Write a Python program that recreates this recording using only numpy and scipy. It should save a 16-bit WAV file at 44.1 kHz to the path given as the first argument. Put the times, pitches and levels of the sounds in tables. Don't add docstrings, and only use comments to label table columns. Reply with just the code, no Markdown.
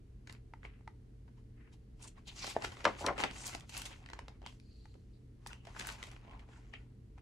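import sys
import numpy as np
from scipy import signal
from scipy.fft import rfft, irfft
from scipy.io import wavfile
from scipy.ndimage import uniform_filter1d

SR = 44100
rng = np.random.default_rng(int(sys.argv[2]) if len(sys.argv) > 2 else 0)


def store_pcm(level_fs):
    pcm = np.round(np.clip(level_fs, -1, 1) * 32767).astype(np.int16)
    wavfile.write(sys.argv[1], SR, np.atleast_2d(pcm).T)


N = 317994
TIME = np.arange(N) / SR


def amp(db):
    return 10 ** (np.asarray(db) / 20)


def unit(x):
    return x / np.sqrt(np.mean(x ** 2) + 1e-20)


def read(points, hz):
    f, value = np.transpose(points)
    return np.interp(np.log(hz + 1), np.log(f + 1), value)


def add(mix, start_s, sound):
    start = max(round(start_s * SR), 0)
    part = mix[..., start:][..., :sound.shape[-1]]
    part += sound[..., :part.shape[-1]]


def colour(x, spectrum):
    gain = amp(read(spectrum, np.fft.rfftfreq(N, 1 / SR)))
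    return unit(irfft(rfft(x) * gain, N))


def pair(x, likeness):
    a, b = rfft(x)
    same = np.clip(read(likeness, np.fft.rfftfreq(x.shape[-1], 1 / SR)), -1, 1)
    mid = a * np.sqrt((1 + same) / 2)
    side = b * np.sqrt((1 - same) / 2)
    return irfft(np.array([mid + side, mid - side]), x.shape[-1])


def wander(rate_hz):
    hz = np.fft.rfftfreq(N, 1 / SR)
    return unit(irfft(rfft(rng.standard_normal(N)) * np.exp(-(hz / rate_hz) ** 2), N))


# (frequency [Hz], coherence [share])
PAPER_LIKENESS = [(100, 1), (600, 0.44), (1400, 0.38), (3000, 0.037), (7000, 0.79), (15000, 0.79)]


def band(hz, width_hz, length):
    offset = np.fft.fftfreq(length, 1 / SR)
    noise = rng.standard_normal((2, length))
    slow = np.fft.ifft(np.fft.fft(noise) / (1 + abs(2 * offset / width_hz) ** 3))
    carrier = np.exp(2j * np.pi * np.cumsum(hz * np.ones(length)) / SR)
    return unit(pair((slow * carrier).real, PAPER_LIKENESS))


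# (frequency [Hz], level [dB])
PAPER_SPECTRUM = [(60, -9), (200, 2.5), (400, 3.5), (1000, -1.5), (3000, 6.5), (7000, 3.5), (10500, -1.5),
                  (13000, 3), (16000, -10)]


def sheet(pitch_hz, fall, bass_slope=2.5, bump_db=6.0, bump_octaves=0.18, lag=.0007, size=2048):
    hz = np.fft.rfftfreq(size, 1 / SR)
    octaves = np.log2((hz + 1) / pitch_hz)
    db = bass_slope * np.minimum(octaves, 0) - fall * np.maximum(octaves, 0)
    db = db + bump_db * np.exp(-(octaves / bump_octaves) ** 2) + read(PAPER_SPECTRUM, hz)
    log_gain = np.log(amp(np.r_[db, db[-2:0:-1]]))
    minimum_phase = signal.hilbert(log_gain).conj()[:len(hz)]
    turns = 2 * lag * np.sqrt(1000 * hz)
    return irfft(np.exp(minimum_phase - 2j * np.pi * turns), size)[:size // 2]


def burst(db, ring, rise, t60, likeness=PAPER_LIKENESS, grain_db=1.5, grain_s=0.0014):
    t = TIME[:SR // 6]
    envelope = (1 - np.exp(-t / rise)) * 1000 ** (-t / t60)
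    clumps = unit(uniform_filter1d(rng.standard_normal(len(t)), max(round(grain_s * SR), 1)))
    slips = rng.standard_normal((2, len(t))) * envelope * amp(grain_db * clumps)
    sound = signal.fftconvolve(pair(slips, likeness), ring[None], axes=1)
    return amp(db) * unit(sound) * np.sqrt(.005 * SR / sound.shape[1])


def blow(modes, stretch, contact, damping=1):
    t = TIME[:SR // 10]
    ring = np.zeros(len(t))
    for hz, db, t60 in modes:
        ring += amp(db) * 1000 ** (-t * damping / t60) * np.sin(2 * np.pi * hz * stretch * t)
    ring = ring * (1 - np.exp(-(t / contact) ** 2))
    return ring / abs(ring).max()


# (frequency [Hz], relative level [dB])
RUMBLE_SPECTRUM = [(12,-24), (25,-14.5), (36,-4), (45,-2.5), (56,2), (68,-10.5), (85,-4.5), (120,-13),
                   (160,-16.5), (230,-15), (440,-25.5), (530,-32.5), (900,-43), (1700,-43.5), (16000,-61.5)]
# (frequency [Hz], coherence [share])
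RUMBLE_LIKENESS = [(60, 1), (130, 0.96), (290, 0.7), (640, 0), (1400, 0), (7000, 0.24), (15000, .3)]
# (frequency [Hz], level [dB])
MACHINE_TONES = [(268, -78.5), (441, -76.5)]
RUMBLE_DB = -53.5
HUM_HZ, HUM_DB = 120.3, -59.5


def background():
    noise = pair(rng.standard_normal((2, N)), RUMBLE_LIKENESS)
    rumble = amp(RUMBLE_DB) * colour(noise, RUMBLE_SPECTRUM)
    hum = np.sqrt(2) * np.sin(2 * np.pi * HUM_HZ * TIME + .35 * wander(rate_hz=3.2))
    hum = hum * amp(HUM_DB + 1.8 * wander(rate_hz=4.7))
    tones = np.zeros(N)
    for hz, db in MACHINE_TONES:
        tones += amp(db) * np.sqrt(2) * np.sin(2 * np.pi * hz * TIME + 0.34 * wander(rate_hz=0.6))
    return rumble + hum + tones


# (time of the peak [s], level [dB], centre [Hz], time from peak to 1/e [s])
AIR_PUFF = (2.95, -55, 88, .3)


def waft():
    s, db, hz, length = AIR_PUFF
    return amp(db) * np.exp(-((TIME - s) / length) ** 2) * band(hz, 0.12 * hz, N)


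# (time [s], peak of the board's ring [dB], tick of the paper [dB],
# pitch ratio at that spot [1], damping ratio [1])
FINGER_TAPS = [(0.5365, -35.5, -63, 0.98, 1.1), (0.809, -54, -76, .9, 1.9),
               (0.8763, -35.5, -56, 0.96, 0.79), (4.1325, -41, -41, 0.6, 1.3),
               (4.19, -39.5, -43, 1.01, 0.91), (4.282, -37.5, -48, 0.9, 1.3),
               (4.4621, -34, -45.5, 1.07, 1.4), (4.855, -48.5, -61, 0.93, 0.8),
               (4.941, -72.5, -62.5, 1.09, 1.6), (5.462, -37.5, -45, 0.92, 1.4),
               (7.179, -49, -68, 0.94, 2.4), (7.183, -47, -68, 1.01, 1.9)]
# (frequency [Hz], level [dB], t60 [s])
COVER_MODES = [(475, -14.5, 0.01), (929, 0.5, 0.021), (1286, -2.5, 0.015), (2080, -1, 0.01),
               (3610, -17.5, 0.0092), (5060, -19, 0.005)]


def cover_taps():
    out = np.zeros(N)
    for s, db, _, stretch, damping in FINGER_TAPS:
        add(out, s, amp(db) * blow(COVER_MODES, stretch, contact=0.00038, damping=damping))
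    return np.array([out, out])


def finger_ticks():
    out = np.zeros((2, N))
    ring = sheet(pitch_hz=980, fall=7.0)
    for s, _, db, *_ in FINGER_TAPS:
        add(out, s, burst(db, ring, rise=0.00051, t60=0.014))
    return out


# (time [s], peak level [dB])
BOOK_KNOCKS = [(2.565, -15.5), (2.5695, -31), (2.574, -39)]
# (frequency [Hz], level [dB], t60 [s])
BLOCK_MODES = [(502.6, -7.5, 0.0039), (690, 5, 0.0045), (1800, -17.5, 0.0014)]


def block_knocks():
    out = np.zeros(N)
    for s, db in BOOK_KNOCKS:
        add(out, s, amp(db) * blow(BLOCK_MODES, stretch=0.94, contact=0.0022))
    return np.array([out, out])


def edge_scuffs():
    out = np.zeros((2, N))
    edge = sheet(pitch_hz=1750, fall=13.0)
    for s, db in BOOK_KNOCKS:
        add(out, s - .001, burst(db - 25, edge, rise=.0006, t60=0.013))
    return out


# (time [s], rub level [dB], hiss level [dB])
PAGE_SLIDE = [(2.55, -56.5, -68), (2.672, -57.5, -61.5), (2.92, -56, -66), (3.086, -52.5, -72),
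              (3.396, -62, -59.5), (3.522, -52, -52.5), (3.66, -67.5, -82)]
GRIP_SLIDE = [(5.62, -75.5, -84), (5.69, -61.5, -70), (5.756, -73, -74), (5.882, -60, -71),
              (5.974, -59.5, -68), (6.14, -60, -70), (6.22, -76, -80)]
# (time of the peak [s], rub level [dB], hiss level [dB], length [s])
HAND_STROKES = [(0.304, -62.5, -72, 0.13), (0.652, -59, -70, 0.067), (1.382, -75, -82, 0.099),
                (1.735, -65.5, -65.5, 0.049), (2.033, -59.5, -60, 0.13), (2.081, -65, -56.5, 0.027),
                (2.182, -63.5, -75.5, 0.078), (2.28, -56.5, -52, 0.045), (2.427, -55, -53, 0.34),
                (2.5, -46, -41.5, 0.073), (2.649, -46.5, -48.5, 0.1), (3.014, -65, -50, 0.15),
                (3.204, -38, -46, 0.1), (3.359, -53.5, -55.5, 0.14), (3.46, -46.5, -60, 0.095),
                (3.765, -53, -48, 0.21), (3.872, -57.5, -59, 0.28), (4.096, -62.5, -77.5, 0.6),
                (4.493, -68.5, -64.5, 0.14), (4.77, -103, -78.5, 0.99), (5.495, -61, -66, 0.19),
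                (5.801, -50.5, -53, 0.17), (5.889, -51.5, -50.5, 0.17), (6.06, -81, -62, 0.21),
                (6.297, -62, -79.5, 0.52), (6.397, -73, -71, 0.038), (6.548, -64, -77, 0.31),
                (6.675, -71.5, -85, 0.13), (6.756, -69.5, -80, 0.32), (7.184, -67, -80, 0.058)]
SWELL_SHARE, STROKE_DROP_DB, STROKE_ROUNDNESS = 0.41, 20.5, 1.48


def motion():
    power = np.zeros((2, N))
    for slide in (PAGE_SLIDE, GRIP_SLIDE):
        s, *levels = np.transpose(slide)
        power += amp([np.interp(TIME, s, db, left=-120, right=-120) for db in levels]) ** 2
    t = TIME[:SR] - .5
    for s, rub_db, hiss_db, length in HAND_STROKES:
        away = abs(t) / (length * np.where(t < 0, SWELL_SHARE, 1 - SWELL_SHARE))
        peak_db = np.array([[rub_db], [hiss_db]])
        stroke = amp(peak_db - STROKE_DROP_DB * away ** STROKE_ROUNDNESS) ** 2
        add(power, s + t[0], stroke[:, s + t >= 0])
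    return 10 * np.log10(power)


def patches(x, depth_db, span_frames=9, span_bins=3):
    z = signal.stft(x, SR, nperseg=512, noverlap=384)[2]
    field = rng.standard_normal(z.shape[1:])
    field = uniform_filter1d(field, span_bins, 0)
    field = unit(uniform_filter1d(field, span_frames, 1))
    return unit(signal.istft(z * amp(depth_db * field), SR, nperseg=512, noverlap=384)[1][:, :N])


def friction(level_db, spectrum, catches_per_s, spread_db, catch_share, judder, patchy_db):
    sizes = amp(spread_db * np.minimum(rng.exponential(1, N), 4))
    catches = unit(sizes * rng.choice([-1, 1], N) * (rng.random(N) < catches_per_s / SR))
    wash = pair(rng.standard_normal((2, N)), PAPER_LIKENESS)
    grain = colour(np.sqrt(1 - catch_share) * wash + np.sqrt(catch_share) * catches, spectrum)
    return patches(grain, patchy_db) * amp(level_db + judder)


# (frequency [Hz], relative level [dB])
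RUB_SPECTRUM = [(80, -2), (250, 1.5), (500, -3), (900, 4), (1500, -3), (2300, -2.5), (3000, -8.5),
                (4200, -15.5), (8000, -39.5)]
HISS_SPECTRUM = [(1200, -23.5), (2400, 0.5), (3200, 0.5), (4500, -3), (5600, -3), (7200, -4), (9500, -13.5),
                 (11500, -6), (13000, -15.5), (16000, -20)]


def sliding(rub_db, hiss_db):
    pressure = np.tanh(wander(rate_hz=28))
    rub = friction(rub_db, RUB_SPECTRUM, catches_per_s=160, spread_db=5.5, catch_share=0.044,
                   judder=5.0 * pressure, patchy_db=3)
    hiss = friction(hiss_db, HISS_SPECTRUM, catches_per_s=1100, spread_db=3.5, catch_share=.4,
                    judder=2.0 * pressure, patchy_db=2.5)
    return rub + hiss


# (time of the peak [s], level [dB],
# centre [Hz], width [share of centre], length [s], glide per length [octaves])
FINGER_BRUSHES = [(0.351, -73.5, 2390, .7, .06, -.08), (0.681, -67.5, 2150, 0.89, 0.16, -.22),
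                  (1.622, -70, 1916, 0.85, 0.14, -.08), (2.034, -55, 7480, 0.84, 0.035, 0),
                  (2.079, -56.5, 7530, 0.52, .022, 0), (2.287, -49.5, 3415, 0.56, 0.048, -0.2),
                  (2.383, -50.5, 5500, 0.64, 0.061, 0), (2.434, -48, 4700, 0.64, 0.12, 0),
                  (2.465, -46, 4400, 0.8, 0.014, 0), (2.437, -52.5, 2350, 0.23, 0.12, 0),
                  (3.27, -45.5, 2500, 0.66, .055, -0.13), (3.428, -52, 6800, 0.74, 0.16, -0.02),
                  (3.928, -54.5, 2600, 0.96, 0.035, -.1), (4.47, -59.5, 2955, 0.33, 0.064, 0),
                  (4.759, -73.5, 4390, 0.2, 0.35, -0.11), (5.147, -81, 4250, 0.3, 0.064, -0.043),
                  (5.554, -68, 2810, 0.2, 0.129, .04), (6.322, -62, 881, 0.55, 0.17, 0.012),
                  (6.535, -75, 6410, 0.68, 0.13, -0.011), (6.661, -79, 6300, 0.46, 0.087, 0.02),
                  (6.749, -53.5, 2673, 0.39, 0.044, -.15)]
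BRUSH_SWELL_SHARE, BRUSH_FLUTTER_DB = 0.36, 2.8


def brushes():
    out = np.zeros((2, N))
    t = TIME[:SR // 2] - .25
    for s, db, hz, width, length, glide in FINGER_BRUSHES:
        span = length * np.where(t < 0, BRUSH_SWELL_SHARE, 1 - BRUSH_SWELL_SHARE)
        envelope = np.exp(-(t / span) ** 2)
        centre_hz = hz * 2 ** (glide * np.clip(t / length, -1, 1))
        add(out, s + t[0], amp(db) * envelope * band(centre_hz, width * hz, len(t)))
    return out * amp(BRUSH_FLUTTER_DB * wander(rate_hz=56))


# (time of the peak [s], level [dB], centre [Hz], glide per length [octaves], length [s])
FINGER_SQUEAKS = [(5.495, -56, 1850, -0.062, 0.0098), (5.517, -53, 1360, -0.25, 0.028),
                  (5.52, -58.5, 2700, -0.081, 0.032)]


def squeaks():
    out = np.zeros((2, N))
    t = TIME[:SR // 4] - .125
    for s, db, hz, glide, length in FINGER_SQUEAKS:
        centre_hz = hz * 2 ** (glide * np.clip(t / length, -1, 1))
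        envelope = np.exp(-(2 * t / length) ** 2)
        add(out, s + t[0], amp(db) * envelope * band(centre_hz, 110, len(t)))
    return out


CRINKLES_PER_S, CRINKLE_DB, CRINKLE_SPREAD_DB = 130, -3, 3.5


def crinkles(rub_db, busiest_db=-55, thinning=.5):
    sizes = unit(amp(CRINKLE_SPREAD_DB * np.minimum(rng.exponential(1, N), 3)))
    rate = CRINKLES_PER_S * amp(thinning * np.minimum(rub_db - busiest_db, 0))
    clicks = sizes * rng.choice([-1, 1], N) * (rng.random(N) < rate / SR)
    kind, out = rng.integers(0, 3, N), np.zeros((2, N))
    for k, hz in enumerate([1400, 2000, 2800]):
        crack = burst(0, sheet(pitch_hz=hz, fall=14.0), rise=0.00016, t60=0.0018)
        out += signal.oaconvolve((clicks * (kind == k))[None], crack, axes=1)[:, :N]
    return out / np.sqrt(CRINKLES_PER_S * .005) * amp(rub_db + CRINKLE_DB)


# (time [s], level [dB], pitch [Hz], treble fall [dB per octave], t60 [s])
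CREASE_SNAPS = [(0.272, -50, 1670, 6.5, 0.017), (0.295, -45.5, 1780, 9.5, 0.015),
                (0.3067, -60, 1200, 4, 0.013), (0.325, -53.5, 800, -3.5, 0.0071),
                (.349, -58, 2250, 16, 0.011), (0.6305, -52, 1960, 23, 0.008),
                (0.6495, -44, 2200, 34, 0.007), (0.659, -56, 2200, 24, 0.008),
                (1.276, -60.5, 960, 11.5, .04), (2.44, -38, 556, 5.5, 0.026), (2.465, -40, 1250, 2, 0.031),
                (2.475, -39.5, 796, 7, 0.016), (2.6212, -40, 1160, 8.5, 0.012),
                (2.644, -35.5, 1490, 8, 0.0089), (2.6475, -34, 1400, 5.5, 0.007),
                (2.6555, -48, 2660, 10, 0.0058), (2.719, -48, 1200, 9.5, 0.014),
                (2.768, -49.5, 1200, 10.5, 0.009), (2.805, -49, 1200, 9, 0.0096),
                (2.8418, -36.5, 920, 7.5, 0.02), (3.084, -38, 1900, 16, 0.0092),
                (3.1785, -36, 930, 8, 0.018), (3.1927, -38, 1300, 16, 0.012), (3.198, -37, 800, 9.5, 0.01),
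                (3.2023, -35.5, 840, 7, 0.0068), (3.2108, -39.5, 1000, 6.5, 0.007),
                (3.216, -47, 1000, 7, 0.0081), (3.2282, -35.5, 1010, 12, 0.017),
                (3.2363, -25.5, 1940, 14, 0.01), (3.24, -29, 840, 7.5, 0.0072),
                (3.2469, -40.5, 810, 13, 0.0072), (3.2597, -51, 694, 14, .007),
                (3.311, -46, 1200, 7, 0.0038), (3.36, -52, 2500, 6, 0.008), (3.437, -51, 2500, 1, .008),
                (3.467, -37, 780, -8, 0.0075), (3.477, -40, 900, -6, .009), (3.548, -36, 710, 5, 0.0097),
                (3.597, -56, 2400, -1, 0.0096), (3.607, -53.5, 3500, 4, .006), (3.6919, -46, 920, 1, 0.03),
                (3.722, -53, 2500, 10, .008), (3.748, -44.5, 2200, 10, 0.0071),
                (3.7673, -40.5, 900, 1, 0.008), (3.775, -37, 2180, -10, 0.016),
                (3.817, -40.5, 1470, -0.5, 0.013), (3.8524, -38.5, 2200, 1.5, 0.046),
                (4.0602, -49.5, 1740, 9.5, 0.009), (4.087, -49.5, 1900, 11, 0.01),
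                (4.1, -48, 980, 7, 0.0093), (4.4166, -55, 750, 8.5, 0.014), (4.426, -55, 930, 12, 0.014),
                (4.438, -51.5, 800, 20, 0.0082), (4.4542, -58, 2700, 29, 0.0068),
                (4.4636, -48, 990, 6.5, 0.013), (4.4715, -49, 3280, 16, 0.0061),
                (4.4833, -62, 2900, 21, .006), (4.486, -64, 1300, 9, 0.0045), (4.495, -61, 2800, 9, .006),
                (4.505, -67, 2600, 14, 0.0065), (4.524, -60.5, 1000, 12, .009),
                (4.599, -60.5, 2500, 4.5, 0.0062), (4.951, -56, 590, 12.5, 0.021),
                (5.4689, -44.5, 1150, -3, 0.021), (5.5303, -46, 900, 5.5, 0.006),
                (5.6504, -55, 610, 4, 0.017), (5.6679, -46, 683, 7, 0.022), (5.747, -52, 1580, 28, 0.018),
                (5.762, -43, 1490, 18, 0.027), (5.7917, -49, 1800, 1, .005), (5.795, -38, 1610, 3, 0.0085),
                (5.8058, -43, 1620, 5, 0.013), (5.811, -40.5, 2020, 13, 0.0084),
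                (5.822, -51, 2000, 3, 0.0045), (5.831, -59, 1500, 14, 0.0039),
                (5.8495, -44.5, 1570, 11, 0.0082), (5.8697, -36, 740, -12, 0.0074),
                (5.8702, -47.5, 1490, 7, 0.0053), (5.88, -49, 1000, -2, .005),
                (5.888, -37.5, 1420, 8, 0.01), (5.8996, -44, 2300, 14, 0.0057),
                (5.923, -50, 2500, -1, 0.0089), (6.027, -40, 2130, 7, 0.01), (6.0369, -45.5, 1200, 3, 0.01),
                (6.067, -55, 2420, 4, 0.013), (6.1136, -56, 900, 1, 0.011), (6.1628, -52, 1560, 15, 0.008),
                (6.248, -60, 890, 12, 0.0077), (6.278, -58, 1000, 13, 0.0061),
                (6.333, -58, 1700, 18, 0.011), (6.392, -55, 2100, 14.5, 0.027),
                (6.487, -57, 1000, 13, 0.017), (6.56, -59.5, 1495, 16, .009),
                (6.7355, -42.5, 2210, 17.5, 0.017)]


def snaps(rise_share=0.19):
    out = np.zeros((2, N))
    for s, db, pitch_hz, fall, t60 in CREASE_SNAPS:
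        add(out, s, burst(db, sheet(pitch_hz, fall), rise=rise_share * t60, t60=t60))
    return out


# (time [s], level [dB], pitch [Hz],
# treble fall [dB per octave], t60 [s], left minus right [dB], bending-wave lag at 1 kHz [s])
PAGE_FLAPS = [(2.8507, -19, 1260, 11.5, 0.019, 0, 0.0018), (2.858, -23.5, 990, 19.5, 0.073, 3.5, .002),
              (2.871, -30, 1005, 12.5, 0.12, -0.5, .002), (3.005, -33.5, 796, 25, 0.51, -1, 0.0019),
              (3.0405, -31.5, 1050, 27.5, 0.053, 1.5, 0.0011), (3.061, -28.5, 754, 4.5, 0.013, 2.5, 0.0049),
              (3.068, -30, 590, 10.5, 0.042, -1, 0.00206), (3.079, -25.5, 1103, 21, 0.078, 2.5, .0025),
              (3.1, -31.5, 760, 27, 0.066, 1, 0.0018), (3.239, -34.5, 890, 12, 0.065, 9, .002)]
# (frequency [Hz], coherence [share])
FLAP_LIKENESS = [(100, .99), (700, .97), (1400, .95), (3000, .78), (7000, .7), (15000, .9)]
# (frequency [Hz], width [Hz], gain [dB])
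PAGE_RINGS = [(400, 14, 2), (562, 18, -3), (1040, 60, -4), (1180, 40, -1), (1283, 40, 0), (1400, 40, -4),
              (2096, 70, -2)]


def flaps():
    out = np.zeros((2, N))
    for s, db, pitch_hz, fall, t60, left_db, lag in PAGE_FLAPS:
        sides = amp([[left_db / 2], [-left_db / 2]])
        ring = sheet(pitch_hz, fall, bass_slope=5.5, bump_db=-0.5, lag=lag)
        add(out, s, sides * burst(db, ring, .002, t60, FLAP_LIKENESS, grain_db=0.4))
    rings = np.zeros((2, N))
    for hz, width, db in PAGE_RINGS:
        b, a = signal.iirpeak(hz, hz / width, fs=SR)
        rings += amp(db) * signal.lfilter(b, a, out)
    return out + rings


# (frequency [Hz], t60 [s])
ROOM_DECAY = [(200, 0.55), (700, 0.16), (2500, 0.2), (6000, 0.17), (14000, 0.11)]
# (frequency [Hz], coherence [share])
ROOM_LIKENESS = [(100, 0.94), (400, 0.38), (1000, 0.22), (3000, 0.29), (15000, 0.45)]
# (delay [s], gain [1])
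CLOSE_ECHOES = [(.0019, 0.093), (.0043, -0.088), (.0088, .22), (0.0117, 0.11)]


def room(x, wet_db, near=0.51):
    taps = pair(rng.standard_normal((2, SR // 2)), ROOM_LIKENESS) * (TIME[:SR // 2] > .005)
    hz, t, z = signal.stft(taps, SR, nperseg=256)
    tail = signal.istft(z * 1000 ** (-t / read(ROOM_DECAY, hz)[:, None]), SR, nperseg=256)[1]
    tail = tail / np.linalg.norm(tail[0])
    out = x + amp(wet_db) * signal.fftconvolve(x.mean(0)[None], tail, axes=1)[:, :N]
    for delay, gain in CLOSE_ECHOES:
        add(out, delay, near * gain * x)
    return out


# (frequency [Hz], left lead [rad])
PHASE_LEAD = [(100, 0), (1300, .05), (2400, -.4), (4000, -.2), (8000, -.4), (9800, -1.3), (11000, -2.7),
              (12000, -3.05), (16000, -3.14)]
# (frequency [Hz], left minus right [dB])
LEVEL_BALANCE = [(150, -1.5), (400, 0.095), (800, 1), (1300, 0.7), (2500, 1.8), (8000, 0)]


def ports(x):
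    hz = np.fft.rfftfreq(N, 1 / SR)
    half = amp(read(LEVEL_BALANCE, hz) / 2) * np.exp(1j * read(PHASE_LEAD, hz) / 2)
    return irfft(rfft(x) * np.array([half, 1 / half]), N)


def scene():
    rub_db, hiss_db = motion()
    creases = snaps() + finger_ticks() + edge_scuffs() + crinkles(rub_db)
    page = room(creases, wet_db=-7.5) + room(flaps(), wet_db=-13.0, near=0.57)
    rubbing = sliding(rub_db, hiss_db) + brushes() + squeaks()
    handling = cover_taps() + block_knocks()
    hands = room(rubbing, wet_db=-11.0) + room(handling, wet_db=-13.5, near=0.1)
    return ports(page + hands) + waft() + background()


# (frequency [Hz], gain [dB])
FIXED_COLOUR = [(300, -1.78), (600, -2.5), (900, -1.1), (1250, -3), (1720, -2.5), (2080, -1.54),
                (2350, -2.5), (3100, -1.34), (3500, -3), (4500, -0.44), (5200, -1.5), (9500, -0.5),
                (11200, -0.7), (12300, -7), (13200, -7.5), (16000, -14)]
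EDGE_HZ = 16000


def record(dry):
    heard = irfft(rfft(dry) * amp(read(FIXED_COLOUR, np.fft.rfftfreq(N, 1 / SR))), N)
    lowpass = signal.firwin(511, EDGE_HZ, window=("kaiser", 9), fs=SR)
    return signal.oaconvolve(heard, lowpass[None], "same")


dry = scene()
out = record(dry)
store_pcm(out)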